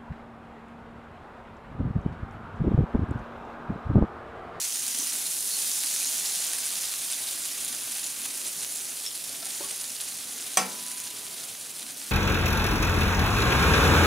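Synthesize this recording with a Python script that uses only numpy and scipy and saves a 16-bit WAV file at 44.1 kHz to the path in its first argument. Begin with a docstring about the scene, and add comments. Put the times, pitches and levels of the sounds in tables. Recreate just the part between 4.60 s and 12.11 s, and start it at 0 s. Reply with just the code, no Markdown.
"""A bright sizzle with sharp pops: butter melts in a hot frying pan on a gas stove.
Steam bubbles burst in the fat, making a fine hiss, clicks and short ringing notes that fade as the
pan cools. Near 6 s the pan knocks on the iron grate, and the metal rattles and rings.
A few dull bumps and the murmur of the kitchen lie underneath. A small stereo microphone is close by."""
import sys
import numpy as np
from scipy import signal
from scipy.fft import rfft, irfft, next_fast_len
from scipy.io import wavfile
from scipy.ndimage import uniform_filter1d

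SR = 44100
rng = np.random.default_rng(int(sys.argv[2]) if len(sys.argv) > 2 else 0)


def to_wav(sig):
    """Store sig (one row per channel, or 1-D mono) as 16-bit WAV at the path in sys.argv[1].

    Samples outside -1..1 are clipped; the rate is SR.
    """
    pcm = np.clip(np.atleast_2d(sig), -1, 1) * 32767
    pcm = np.round(pcm).astype(np.int16)
    wavfile.write(sys.argv[1], SR, pcm.T)  # frames by channels


N = 331191

# tone colour of the kitchen murmur: f/Hz, relative level/dB
MURMUR_COLOUR = [(20, -26), (45, -24), (82, -15), (93, -19), (110, -3), (128, -11), (155, -6.5),
                 (200, -6.5), (270, -0.5), (310, -5.5), (372, -3.5), (433, -5.5), (750, -7), (937, -13),
                 (1500, -11), (3000, -12.5), (5000, -20)]
# how alike the murmur is left and right: f/Hz, likeness (0 to 1)
MURMUR_LIKENESS = [(30, .4), (60, 1), (130, 0.85), (290, 0.92), (640, 0.34), (1400, 0), (3000, 1)]
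# how long the room echoes: f/Hz, t60/s (t60 is the time to fade by 60 dB)
ROOM_DECAY = [(200, 0.19), (1000, 0.69), (4000, 0.097), (12000, 0.37)]
# dull bumps on stove and counter: t/s, level/dB, f/Hz, t60/s
DULL_BUMPS = [(0.346, -42, 262, .1), (0.391, -37, 277, 0.11), (.425, -35.5, 290, 0.06),
              (4.698, -40, 564, .05), (4.826, -35.5, 1350, 0.032), (4.826, -38, 700, 0.04),
              (4.86, -45, 767, .2), (5.005, -26.5, 370, 0.034), (5.005, -34.5, 573, 0.094),
              (5.007, -29, 900, 0.026), (5.036, -37.5, 1120, 0.068), (5.039, -41, 390, 0.09)]
# the pan hits the grate and bounces a little: t/s, base level/dB
PAN_KNOCKS = [(5.972, -21.5), (5.9783, -42)]
# rattle of the stove's sheet metal: f/Hz, relative level/dB, t60/s
STOVE_RATTLE = [(100, -40, .3), (160, -12, 1), (350, -19.5, 0.94), (700, -6, 0.27), (1330, -14, 0.36),
                (2500, -6, 0.18), (4360, -16, 0.28), (5600, -5, 0.15), (10000, -10, 0.084),
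                (15000, -13, 0.036)]
# ringing notes of pan and grate: f/Hz, level relative to the knock/dB, t60/s
PAN_NOTES = [(189.5, -15.5, 0.7), (249, -27.5, 1.9), (332, -17.5, 0.27), (498, -13.5, .3), (640, -27, .2),
             (700, -16, 0.15), (736, -11, 0.13), (754, -0.5, 0.2), (800, -12, 0.14), (868, -13, 0.51),
             (993, -25.5, 3.14), (1066, -8, 0.22), (1118, -1, 0.13), (1328, -7.5, 0.3), (1386, -15, 0.4),
             (1500, -19, 0.18), (1600, -30, 0.33), (1865, -11, 0.26), (1850, -17, .11), (2320, -11.5, 0.34),
             (2400, -22, 0.29), (2600, -13, 0.2), (3270, -10.5, 0.11), (4850, -13, 0.32), (5420, -9, 0.2),
             (6000, -3, 0.1), (6050, -5, 0.12), (6140, -7.5, 0.26), (7960, -10, 0.105), (7700, -6.5, 0.075),
             (8240, 2.5, 0.073), (10600, -8.5, 0.17)]
# steam escaping from under the butter: t/s, length/s, f/Hz, bandwidth/Hz, level/dB
STEAM_JETS = [(.0, 0.089, 6400, 900, -42), (0.183, 0.034, 6400, 500, -34), (0.342, 0.15, 6000, 700, -37),
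              (0.881, .11, 4300, 400, -37.5), (1.392, 0.056, 2500, 300, -43),
              (1.372, 0.066, 6200, 500, -40), (1.445, .06, 6750, 812, -33), (1.655, 0.03, 5400, 400, -37),
              (2.527, .025, 3550, 300, -38.5), (4.414, 0.1, 3440, 300, -46), (4.457, 0.037, 5400, 350, -36)]
# water spitting in the fat: t/s, peak level between 1 and 5.5 kHz/dB
WATER_SPITS = [(0.2807, -19), (0.5243, -21), (0.9078, -24), (0.9896, -21), (1.046, -23), (1.2371, -17),
               (1.3623, -20), (1.9168, -20), (1.9348, -21), (1.9854, -21), (2.0238, -25), (2.0358, -21),
               (2.3396, -18), (2.5138, -24), (3.3657, -24), (3.3842, -22), (4.0183, -25), (4.033, -23),
               (4.048, -19), (4.1224, -31), (4.453, -25), (4.4636, -25), (5.1104, -23), (5.4031, -23),
               (5.4134, -26), (5.6101, -29), (5.8005, -28), (5.8681, -26), (6.4677, -28), (6.6672, -24),
               (7.2659, -27), (7.4165, -25), (7.4515, -27)]
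# the loudest bursting bubbles: t/s, level/dB, f/Hz
LOUD_POPS = [(0.0149, -14.5, 6740), (0.0444, -14, 6130), (0.1391, -20, 8130), (0.1564, -14.5, 9000),
             (0.2804, -13.5, 8650), (0.3484, -15, 5910), (0.399, -13, 6150), (0.4693, -18, 9050),
             (0.6394, -19, 9250), (0.6654, -15, 9400), (0.8749, -14, 9750), (0.9887, -15, 10300),
             (1.3404, -22, 10300), (1.5988, -19, 10000), (1.8224, -16, 6680), (1.9844, -19, 9100),
             (2.4498, -18, 8650), (2.517, -13, 9300), (2.8724, -28, 10300), (3.057, -17, 6900),
             (3.3834, -22, 8710), (3.4416, -14.5, 6940), (3.6341, -18.5, 9900), (3.7584, -19, 9540),
             (3.8651, -15.5, 8400), (3.8824, -18, 9100), (4.0284, -16, 8700), (4.123, -18, 9490),
             (4.1724, -16.5, 7500), (4.3054, -22, 9800), (4.3745, -18, 10200), (4.4633, -14, 5340),
             (4.5506, -20, 9470), (4.6399, -16, 8830), (4.9202, -22, 9330), (5.0434, -19, 9340),
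             (5.112, -15, 8830), (5.2014, -18, 9900), (5.3173, -22, 10100), (5.4148, -14.5, 9800),
             (5.8681, -21.5, 6560), (6.2851, -20, 9310), (6.3729, -21, 9450), (6.4674, -29, 9560),
             (6.57, -25, 9290), (6.6662, -25, 10300), (6.7704, -26, 9040), (6.9985, -24, 9250),
             (7.1631, -24, 8490), (7.2674, -27, 9240), (7.4106, -26, 9340)]
# course of the sizzle: t/s, level/dB, then boost/dB for the largest, large and middle bubbles
SIZZLE_COURSE = [(0.0, -30.5, 0.5, 0, 3.5), (0.12, -33.5, 0.5, -1.6, 2), (0.5, -31.5, 1, -1.3, 0),
                 (0.85, -30, -4, -2.4, -2), (1.0, -29, -3, -1, 0), (1.45, -29.5, -2, 0, 0.5),
                 (1.9, -31.5, 1.5, 0.36, 1), (2.3, -32.5, 1, 0.17, -0.5), (2.9, -33.5, 1.5, 0, -1),
                 (3.8, -35, 0, -1, -1), (4.3, -35.5, -0.5, -1.6, 0), (4.5, -38, 0, 2, -0.5),
                 (4.85, -35.5, 2, -0.78, -0.5), (5.5, -37.5, 1, 0.55, 0), (5.85, -36.5, 2.5, 1, 0),
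                 (6.2, -38.5, 2.5, 0.2, -0.5), (6.8, -39, 2.5, 1.3, -0.5), (7.35, -40, 1, 0.39, -1),
                 (7.51, -37, 3.5, 0.55, -1)]
# where the largest, large, middle and fine bubbles sound: f/Hz
BUBBLE_SIZE_HZ = [2310, 4170, 6400, 10000]
# tone colour that pan bowl and microphone give the sizzle: f/Hz, relative level/dB
SIZZLE_COLOUR = [(410, -62), (700, -12.5), (922, -17.5), (1010, -16.5), (1120, -16.5), (1640, -13.5),
                 (1750, -14.5), (4050, -5.5), (5120, -5.5), (6830, -2.5), (8100, -4), (9730, 0.5),
                 (11800, -8), (14800, -12), (16000, -17.5)]
# the microphone's two sides: f/Hz, left minus right level/dB, phase lead of the left/rad
MIC_SIDES = [(100, 1.3, 0), (640, 2.5, -.4), (1200, 1, -.8), (2100, -.3, -.2), (3300, -.8, -.1),
             (8400, -1.6, -.1), (10500, -2, .3), (13600, .8, -.3)]

MURMUR_DB, WAVER_DB, RUMBLE_WAVER_DB = -50.5, 0.9, 2.2  # the rumble near 75 Hz wavers extra
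SCUFF_DB, SCUFF_T60_S, SCUFF_RISE_S = -13.5, 0.11, 0.008  # level relative to the bump
FLURRY_DB, FLURRY_RISE_S, FLURRY_FALL_S = -19.5, 0.0051, 0.016  # level relative to the pop
SPUTTER_DB, SPUTTER_PER_DB = 0.45, 0.0973  # the sizzle gets more uneven as it weakens
TREBLE_LIMIT_HZ = 15750


def gain_of(db):
    """Turns decibels into a factor to multiply by."""
    return 10 ** (np.asarray(db) / 20)


def unit_rms(x):
    """Scales a signal so that its average strength (rms) is 1."""
    return x / np.sqrt(np.mean(x ** 2) + 1e-20)


def look_up(table, hz, column=1):
    """Reads a table between its rows, on a logarithmic frequency scale."""
    columns = np.transpose(table)
    return np.interp(np.log(hz + 1), np.log(columns[0] + 1), columns[column])


def add(mix, s, sound):
    """Adds a sound to the mix, starting at s seconds."""
    part = mix[..., round(s * SR):][..., :sound.shape[-1]]
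    part += sound[..., :part.shape[-1]]


def bandpass(x, low_hz, high_hz, order=2):
    """Keeps the sound between two frequencies."""
    return signal.sosfilt(signal.butter(order, [low_hz, high_hz], "bandpass", fs=SR, output="sos"), x)


def ring(hz, t60, rise_s, glide=0.):
    """A fading vibration with a soft start; glide raises the pitch as it dies."""
    t = np.arange(int(t60 * SR) + 8) / SR
    envelope = (1 - np.exp(-t / rise_s)) * gain_of(-60 * t / t60)
    return envelope * np.sin(2 * np.pi * hz * t * (1 + glide * t / t60))


def drift(samples):
    """A random curve, smoothed over this many samples."""
    return unit_rms(uniform_filter1d(uniform_filter1d(rng.standard_normal(N), samples), samples))


def patches(noise, bands, frames):
    """Blurs a frequency-by-time grid of noise into soft patches."""
    return unit_rms(uniform_filter1d(uniform_filter1d(noise, bands, axis=0), frames, axis=1))


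def fade_bands(x, table):
    """Splits x into frequency bands; each fades at the t60 in the table's last column."""
    hz, t, spectrum = signal.stft(x, SR, nperseg=512)
    return hz, spectrum * gain_of(-60 * t / look_up(table, hz, column=-1)[:, None])


def kitchen_murmur():
    """Soft, low noise that wavers slowly and is only partly alike in the two ears."""
    frames, hz = N // 1024 + 5, np.fft.rfftfreq(4096, 1 / SR)
    noise = rng.standard_normal((frames, len(hz), 5)).T
    left, unrelated = noise[0] + 1j * noise[1], noise[2] + 1j * noise[3]
    alike = look_up(MURMUR_LIKENESS, hz)[:, None]
    spectrum = np.array([left, alike * left + np.sqrt(1 - alike ** 2) * unrelated])
    waver, rumble = (unit_rms(uniform_filter1d(v, 12)) for v in rng.standard_normal((frames, 2)).T)
    colour_db = look_up(MURMUR_COLOUR, hz)[:, None] + 1.64 * patches(noise[4], bands=8, frames=5)
    rumble_db = (abs(hz - 75) < 28)[:, None] * RUMBLE_WAVER_DB * rumble
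    spectrum *= gain_of(colour_db + rumble_db + WAVER_DB * waver)
    murmur = signal.istft(spectrum, nperseg=4096, noverlap=3072)[1][:, :N]
    return gain_of(MURMUR_DB) * unit_rms(murmur)


def room_echo(x):
    """The walls send back many small, fading echoes; the bass reaches both sides alike."""
    echoes = np.zeros((2, SR // 3))
    slots = np.arange(80, SR // 3 - 20, 20)
    arrivals = slots + rng.integers(0, 20, (2, len(slots)))
    np.put_along_axis(echoes, arrivals, rng.choice([-1., 1.], arrivals.shape), 1)
    hz, (left, unrelated) = fade_bands(echoes, ROOM_DECAY)
    alike = (1 / (1 + (hz / 500) ** 2))[:, None]
    right = alike * left + np.sqrt(1 - alike ** 2) * unrelated
    tail = signal.istft([left, right], SR, nperseg=512)[1]
    return signal.oaconvolve(x[None], tail / np.linalg.norm(tail[0]), axes=1)[:, :N]


def bumps():
    """Each bump is a short, dull note; it drags a little, adding a scuff of noise near its pitch."""
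    out = np.zeros(N)
    t = np.arange(SR // 8) / SR
    for s, db, hz, t60 in DULL_BUMPS:
        add(out, s, gain_of(db) * ring(hz, t60, rise_s=0.0019))
        scuff = unit_rms(bandpass(rng.standard_normal(len(t)), 0.82 * hz, 1.5 * hz, order=1))
        envelope = gain_of(-60 * t / SCUFF_T60_S) * (1 - np.exp(-t / SCUFF_RISE_S))
        add(out, s, gain_of(db + SCUFF_DB) * envelope * scuff)
    return out


def pan_knock():
    """Metal hits metal with a crack, and the sheet metal of the stove rattles."""
    out = np.zeros((2, N))
    for s, db in PAN_KNOCKS:
        shared, *each_side = rng.standard_normal((3, SR // 2))
        hz, spectrum = fade_bands(shared + 0.19 * np.array(each_side), STOVE_RATTLE)
        spectrum *= gain_of(look_up(STOVE_RATTLE, hz))[:, None]
        rattle = signal.istft(spectrum, SR, nperseg=512)[1]
        crack = ring(hz=6100, t60=0.0047, rise_s=0.00005)
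        add(out, s, gain_of(db + 12.5) * rattle)
        add(out, s, gain_of(db + 10) * crack)
    return out


def pan_ring():
    """Pan and grate ring on after the knock; the high notes flutter as the pan rattles."""
    out = np.zeros(N)
    for s, db in PAN_KNOCKS:
        for hz, note_db, t60 in PAN_NOTES:
            rise_s = 0.0001 + (22 / hz) ** 2  # low notes build up slowly through the stove
            note = ring(hz, t60, rise_s)
            flutter = unit_rms(uniform_filter1d(rng.standard_normal(SR * 4), 300))[:len(note)]
            depth = 0.27 * min(hz / 2500, 1)
            add(out, s, gain_of(db + note_db) * note * (1 + depth * flutter))
    return out


def steam_jets():
    """Steam escapes from under the lump of butter in short, whistling hisses."""
    out = np.zeros(N)
    settle = 1000  # samples for the filter to settle
    for s, length_s, hz, width_hz, db in STEAM_JETS:
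        noise = rng.standard_normal(int(length_s * SR) + settle)
        jet = bandpass(noise, hz - width_hz / 2, hz + width_hz / 2)[settle:]
        add(out, s, gain_of(db) * unit_rms(jet) * np.hanning(len(jet)))
    return out


def spits():
    """Water spits in the hot fat, one sharp click each time."""
    out = np.zeros(N)
    click = np.diff(ring(hz=2560, t60=0.00057, rise_s=0.00004, glide=0.27), prepend=0)
    click /= abs(bandpass(click, 1000, 5500)).max()
    for s, db in WATER_SPITS:
        add(out, s, gain_of(db) * click)
    return out


def pops():
    """Single bubbles ring loudly for an instant as they burst."""
    out = np.zeros(N)
    for s, db, hz in LOUD_POPS:
        add(out, s, gain_of(db) * ring(hz, t60=0.008, rise_s=0.00063, glide=0.02))
    return out


def bubble_swarm(per_s, cycles, spread_db, flurry_db, width_db, sizes):
    """Bubbles burst at random, a few strongly; each size has its own pitch and left-right place."""
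    strength = gain_of(spread_db * np.minimum(rng.exponential(1, N), 3.5) + flurry_db * drift(500))
    strength *= rng.random(N) < per_s / SR
    which_size = rng.integers(0, sizes, N)
    out = np.zeros((2, N))
    for size, hz in enumerate(np.geomspace(1200, 12500, sizes)):
        bubble = ring(hz, t60=cycles / hz, rise_s=0.43 / hz, glide=0.26)
        bubble *= np.sqrt(hz) / np.linalg.norm(bubble)  # equal energy per Hz
        side_db = width_db * rng.standard_normal()
        left_right = gain_of([[side_db / 2], [-side_db / 2]])
        out += left_right * np.convolve(strength * (which_size == size), bubble)[:N]
    return unit_rms(out)


def sizzle_level_db(t):
    """The sizzle fades as the pan cools, flares up around each loud pop and sputters at random."""
    slow_db = np.interp(t, *np.transpose(SIZZLE_COURSE)[:2])
    pop_s, pop_db, _ = np.transpose(LOUD_POPS)[:, :, None]
    flurries = np.exp(-abs(t - pop_s) / np.where(t < pop_s, FLURRY_RISE_S, FLURRY_FALL_S))
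    power = gain_of(slow_db) ** 2 + (gain_of(pop_db + FLURRY_DB) ** 2 * flurries).sum(0)
    sputter = np.interp(t, np.arange(N) / SR, drift(500))
    depth_db = SPUTTER_DB + SPUTTER_PER_DB * (slow_db.max() - slow_db)
    return 10 * np.log10(power) + depth_db * sputter


def bubble_boost_db(hz, t):
    """As the mix of bubble sizes changes, each size lifts or lowers its own pitch range."""
    times, _, *boosts = np.transpose(SIZZLE_COURSE)
    size_db = [np.interp(t, times, db) for db in boosts] + [0 * t]  # fine bubbles get no boost
    shares = [look_up(np.c_[BUBBLE_SIZE_HZ, row], hz) for row in np.eye(len(BUBBLE_SIZE_HZ))]
    return np.transpose(shares) @ np.array(size_db)


def sizzle():
    """Countless steam bubbles burst in the fat: hiss, clicks and tiny notes, coloured by the pan."""
    shared, *each_side = rng.standard_normal((3, N))
    hiss = (shared + 0.17 * np.array(each_side)) * gain_of(0.75 * drift(120))
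    clicks = bubble_swarm(per_s=1000, cycles=2.47, spread_db=4, flurry_db=2, width_db=-0.5, sizes=8)
    notes = bubble_swarm(per_s=1200, cycles=20.3, spread_db=2.5, flurry_db=0.9, width_db=0.5, sizes=20)
    mix = gain_of(-2) * hiss + gain_of(-8) * clicks + gain_of(-10.5) * notes
    hz, t, spectrum = signal.stft(mix, SR, nperseg=256)
    flatten = uniform_filter1d(np.mean(abs(spectrum) ** 2, (0, 2)), 5) ** -0.5
    spectrum *= (flatten * gain_of(look_up(SIZZLE_COLOUR, hz)))[:, None]
    groups = patches(rng.standard_normal(spectrum.shape[1:]), bands=4, frames=12)
    spectrum *= gain_of(0.84 * groups)  # groups of similar bubbles come and go
    treble = signal.istft(spectrum[0] * (hz > 5000)[:, None], SR, nperseg=256)[1]
    spectrum /= treble.std()  # the level refers to the part above 5 kHz
    level_db = sizzle_level_db(t)
    flicker_db = level_db - uniform_filter1d(level_db, 100)
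    steadiness = np.clip((hz - 10500) / 4000, 0, 0.7)[:, None]  # the finest fizz flickers least
    spectrum *= gain_of(bubble_boost_db(hz, t) + level_db - steadiness * flicker_db)
    return signal.istft(spectrum, SR, nperseg=256)[1][:, :N]


def scene():
    """The frying pan in front, the kitchen all around."""
    frying = sizzle() + pops() + spits() + steam_jets()
    bass_cut = signal.butter(4, 130, "highpass", fs=SR, output="sos")
    hits = signal.sosfilt(bass_cut, pan_knock() + bumps())  # the hits carry no deep bass
    to_walls = gain_of(-8.5) * frying.mean(0) + gain_of(-7) * hits.mean(0)
    return frying + hits + pan_ring() + room_echo(to_walls) + kitchen_murmur()


def record(dry):
    """The microphone's two sides differ in level and phase, and the highest treble is cut off."""
    size = next_fast_len(N + 4096)
    hz = np.fft.rfftfreq(size, 1 / SR)
    left_gain = gain_of(look_up(MIC_SIDES, hz) / 2) * np.exp(0.5j * look_up(MIC_SIDES, hz, column=2))
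    stereo = irfft(rfft(dry, size) * np.array([left_gain, 1 / left_gain]), size)[:, :N]
    treble_cut = signal.firwin(511, TREBLE_LIMIT_HZ, window=("kaiser", 9), fs=SR)
    return signal.oaconvolve(stereo, treble_cut[None], "same")


dry = scene()
out = record(dry)
to_wav(out)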